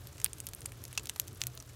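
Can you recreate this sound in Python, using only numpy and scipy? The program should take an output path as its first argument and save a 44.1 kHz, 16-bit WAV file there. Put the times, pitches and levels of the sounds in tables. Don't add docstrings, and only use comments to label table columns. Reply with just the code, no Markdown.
import sys
import numpy as np
from scipy import signal
from scipy.fft import rfft, irfft, next_fast_len
from scipy.io import wavfile

SR = 44100
rng = np.random.default_rng(int(sys.argv[2]) if len(sys.argv) > 2 else 0)


def pcm_store(signal):
    levels = np.round(np.clip(np.atleast_2d(signal), -1, 1) * 32767)
    wavfile.write(sys.argv[1], SR, levels.astype(np.int16).T)


N = 77175


def from_db(db):
    return 10 ** (np.asarray(db) / 20)


def rms_one(x):
    return x / np.sqrt(np.mean(x ** 2) + 1e-20)


def colour(x, points):
    size = 2 * next_fast_len(len(x))
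    hz, db = np.transpose(points)
    grid_hz = np.maximum(np.arange(size // 2 + 1) * SR / size, 1)
    gain = from_db(np.interp(np.log(grid_hz), np.log(hz), db))
    cepstrum = irfft(np.log(gain))
    cepstrum[1:size // 2] *= 2
    cepstrum[size // 2 + 1:] = 0
    return irfft(rfft(x, size) * np.exp(rfft(cepstrum)))[:len(x)]


def resonate(x, hz, q):
    size = 2 * next_fast_len(len(x))
    ratio = np.maximum(np.arange(size // 2 + 1) * SR / size, 1) / hz
    return irfft(rfft(x, size) / (1 + 1j * q * (ratio - 1 / ratio)) ** 2)[:len(x)]


def drift(rate_hz):
    r = np.exp(-2 * np.pi * rate_hz / SR)
    return rms_one(signal.lfilter([1], [1, -2 * r, r * r], rng.standard_normal(N + SR))[SR:])


def dying_noise(t, fade_s, delay_s):
    envelope = from_db(-60 * t / fade_s) * (t >= delay_s)
    x = rng.standard_normal(len(t)) * envelope
    for _ in range(2):
        spectrum = rfft(x)
        x = irfft(spectrum / (np.abs(spectrum) + 1e-20), len(t)) * envelope ** 0.25
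    return x / np.sqrt(np.sum(x ** 2) + 1e-20)


def in_time(rows):
    time_s, *columns = np.transpose(rows)
    return [np.interp(np.arange(N) / SR, time_s, column) for column in columns]


def add(out, start_s, sound):
    start = int(np.clip(start_s * SR, 0, N - 1))
    out[start:start + len(sound)] += sound[:N - start]


def hiss():
    # pitch_hz, relative_db
    hiss_colour = [(200, -23.5), (450, 6.5), (800, -1), (1300, 4.5), (2200, -0.5), (3500, 0), (5000, -2),
                   (7000, -2), (9500, -6), (12500, -5.5), (15500, -9.5), (16500, -36)]
    seep = rms_one(colour(rng.standard_normal(N + SR), hiss_colour)[SR:])
    level_db, flicker_db = -60, 2
    return seep * from_db(level_db + flicker_db * drift(rate_hz=57))


def flames():
    # pitch_hz, relative_db
    rumble_colour = [(15, -43), (25, -30), (36, -11.5), (48, 4), (62, -1), (80, 3.5), (100, 3.5),
                     (128, -4.5), (150, -5), (200, -12), (260, -13), (500, -18), (1000, -23), (3000, -61)]
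    # pitch_hz, half_width_hz, level_db
    air_rings = [(121, 6.55, -54), (184.6, 5.2, -86), (282.5, 16, -70), (319.7, 22, -71),
                 (367.7, 9.6, -71.5), (425.4, 19, -70), (561, 17.5, -74)]
    # time_s, gain_db
    swell = [(0, 0.5), (.17, 1), (.26, 0.5), (.32, -2), (.39, 1.5), (.47, 1), (.56, 0), (.66, 1.5),
             (.73, -1.5), (.8, 2), (.88, 1), (.93, -5), (1.0, 4), (1.16, -3), (1.31, 1), (1.42, -1.5),
             (1.6, -2.5), (1.75, -3)]
    rumble_db, flutter_db = -53, 1
    rumble = from_db(rumble_db) * rms_one(colour(rng.standard_normal(N + SR), rumble_colour)[SR:])
    boom = np.zeros(N)
    for hz, half_width_hz, db in air_rings:
        ring = resonate(rng.standard_normal(N + SR), hz, q=hz / (2 * half_width_hz))[SR:]
        boom += from_db(db) * rms_one(ring)
    swell_db, = in_time(swell)
    return (rumble + boom) * from_db(swell_db + flutter_db * drift(rate_hz=12))


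def whistle():
    # time_s, pitch_hz, level_db
    glide = [(1.44, 745, -85), (1.485, 721, -65), (1.53, 700, -83), (1.58, 652, -63), (1.62, 613, -68.5),
             (1.67, 628, -80)]
    hz, db = in_time(glide)
    wavering_hz = hz * (1 + 0.0066 * drift(rate_hz=35))
    phase = 2 * np.pi * np.cumsum(wavering_hz) / SR
    tone = np.sin(phase) + from_db(-6) * np.sin(2 * phase)
    t = np.arange(N) / SR
    sounding = (t > glide[0][0]) & (t < glide[-1][0])
    return sounding * np.sqrt(2) * from_db(db) * tone


def snap(push_db, splinter_hz, splinter_q, log_db, knock_db, ring_hz, ring_db, echo_db, size=4096):
    t = np.arange(size) / SR
    pulse = from_db(-5) * dying_noise(t, fade_s=0.0022, delay_s=4 / SR)
    pulse[0] = 1
    echo_delay_s = 0.00045
    rattle = dying_noise(t, fade_s=0.028, delay_s=echo_delay_s)
    linger = from_db(-18.5) * dying_noise(t, fade_s=0.12, delay_s=echo_delay_s)
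    push = pulse + from_db(echo_db) * (rattle + linger)
    push = from_db(push_db) * push / np.sqrt(np.sum(push ** 2))
    splinter = resonate(push, splinter_hz, splinter_q)
    log_body = from_db(log_db) * resonate(push, hz=2690, q=1.11)
    dull_knock = from_db(knock_db) * resonate(push, hz=1214, q=0.69)
    wood = splinter - log_body + dull_knock
    ring = from_db(ring_db) * resonate(wood, ring_hz, q=5.3)
    return wood + ring


def ember_ticks(ticks_per_s=85, count=500):
    softest_db, spread_db, range_db = -37.5, 3.5, 10
    low_hz, high_hz = 5370, 13000
    starts_s = np.cumsum(rng.exponential(1, count)) / ticks_per_s
    pushes_db = softest_db + np.minimum(rng.exponential(spread_db, count), range_db)
    pitches_hz = low_hz * (high_hz / low_hz) ** rng.random(count)
    out = np.zeros(N)
    for start_s, db, hz in zip(starts_s, pushes_db, pitches_hz):
        if start_s < N / SR:
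            tick = snap(db, hz, splinter_q=1.3, log_db=-11, knock_db=-8,
                        ring_hz=hz, ring_db=-4, echo_db=6, size=1024)
            add(out, start_s, tick)
    return out


def wood_snaps():
    # start_s, push_db, splinter_hz, splinter_q (sharpness, no unit),
    # log_db, knock_db, ring_hz, ring_db, echo_db
    breaks = [(0.0717, -21, 6840, 0.59, -8, -30, 12160.0, 6, -3),
              (0.181, -25, 7500.0, 0.82, 1.5, -2, 8880.0, -3, 3),
              (0.2008, -17, 8100.0, 1.15, -2.5, -3, 7300, -6, 1),
              (0.2164, -15.5, 6700.0, 1.2, -8, -6, 13000, 5, -4),
              (0.2445, 4.5, 9800, 0.58, -20, -15, 9330, -5, -9),
              (0.2533, -20.5, 14500.0, 0.38, 8, 1, 6020.0, 2, -4),
              (0.2614, -16, 11800.0, 0.85, 9.5, 5, 4660.0, 7, -7),
              (0.3322, -7, 8760, 2.5, -13, -32, 6230, 2, -7),
              (0.3834, -22.5, 8400.0, 1.3, -5, -28, 11980.0, -1, 2),
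              (0.4028, -8, 8850, 1.55, -11, -15, 8010.0, -3, -5),
              (0.4682, -10.5, 11100, 0.88, -4, -21, 8970.0, -1, -15),
              (0.4712, -15, 6000, 1.2, -6, -13, 12920.0, 2, 1),
              (0.488, -17.5, 8500.0, 0.68, -13, -1, 11270.0, 3, -1),
              (0.5345, -17, 5600.0, 0.34, 2.5, 0, 11880.0, -4, 0),
              (0.5488, -10.5, 12000, 2.47, -28, -34, 8570, 11.5, -16),
              (0.607, -26, 13300.0, 0.36, -26, -11, 8860.0, 9.5, -13),
              (0.618, -19, 6840, 1.2, -5, -2.5, 12000.0, 6, 1),
              (0.6561, -20.5, 6500.0, 0.36, -28, 7.5, 12500, -2, 1),
              (0.659, 1.5, 8670, 3.4, -12, -43, 4700, 1, -7),
              (0.7201, -20, 9900, 1.7, 1.5, 1.5, 5600, 1, -2),
              (0.8396, -15, 7800, 1.2, -15, -7, 11640.0, 6, -10),
              (0.8526, -16, 7150, 1.1, -3, -28, 11980.0, -4, -8),
              (0.8804, -22.5, 10100.0, 1.4, -10, -26, 6100.0, 2, -6),
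              (0.9288, -17, 9550, 1.7, -3, -1, 2730.0, 2, -1),
              (0.952, -28, 6600.0, 0.4, 1, -3, 3800.0, 8, 5),
              (0.9763, 2.5, 5560, 1.17, -7, -5, 2630, 8.5, 4),
              (0.995, -19, 5500.0, 0.66, 0, 1, 7310.0, 7, 7),
              (1.0331, -25, 9400.0, 0.36, -23, 0, 11790.0, -7, 0),
              (1.0569, -16.5, 9400.0, 0.7, -2.5, -7, 6760, -4, -6),
              (1.0711, -15.5, 3800.0, 0.29, -28, -3, 12000.0, -7, -4),
              (1.0915, -20, 10400.0, 0.58, 0, -28, 6470.0, -2, -7),
              (1.0958, -4, 9050, 1.7, 2.5, -7, 6140.0, 6.5, -4.5),
              (1.1608, -15, 3580, 0.5, -24, 5, 12150.0, 6, 8),
              (1.1985, -0.5, 8900, 0.71, -8, -11.5, 11900, 4, -10.5),
              (1.2159, -24, 4500.0, 0.4, -19, 1, 12130.0, 4, 10),
              (1.277, -23, 6100.0, 0.5, -28, -9, 6140, -1, -11),
              (1.2812, -16, 8400, 1.14, -7, -12, 12800, 3, -5.5),
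              (1.3301, -27.5, 9800.0, 1, -37, -25, 11240.0, 3, -7),
              (1.407, -21.5, 9500.0, 1.4, 1, -23, 5390.0, -1, 4),
              (1.4166, -2, 6400, 1.25, -0.5, -6, 7280.0, -7, -8.5),
              (1.4375, -12, 7400, 0.76, -0.5, -5, 6400, -2, -12),
              (1.4692, -3.5, 10300, 1.04, -11, -23, 4070.0, 3, -7),
              (1.552, -19, 14700, 2.2, -28, -28, 8630.0, -1.5, -12),
              (1.5755, -14.5, 4000, 0.54, -3, -3, 2650, 6.5, -6),
              (1.6014, -16, 6150, 1.3, -29, -24, 5770, 7, -5),
              (1.6254, -24, 5900.0, 0.51, -30, -6, 12310.0, 1, -7),
              (1.6964, -25, 7500.0, 2.54, -7, 0, 10170.0, 1, -10)]
    out = np.zeros(N)
    for start_s, *settings in breaks:
        add(out, start_s, snap(*settings))
    return out


def crackle():
    # pitch_hz, gain_db
    crackle_colour = [(300, -3), (700, -1), (1500, -3.5), (2700, 1), (5000, 0.5), (9200, 1), (12500, 0.5),
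                      (16500, -0.5)]
    return colour(wood_snaps() + ember_ticks(), crackle_colour)


def scene():
    return (flames() + hiss() + whistle() + crackle())[None]


def record(dry):
    cutoff_hz = 16200
    return signal.sosfilt(signal.ellip(10, .2, 70, cutoff_hz, fs=SR, output="sos"), dry)


dry = scene()
out = record(dry)
pcm_store(out)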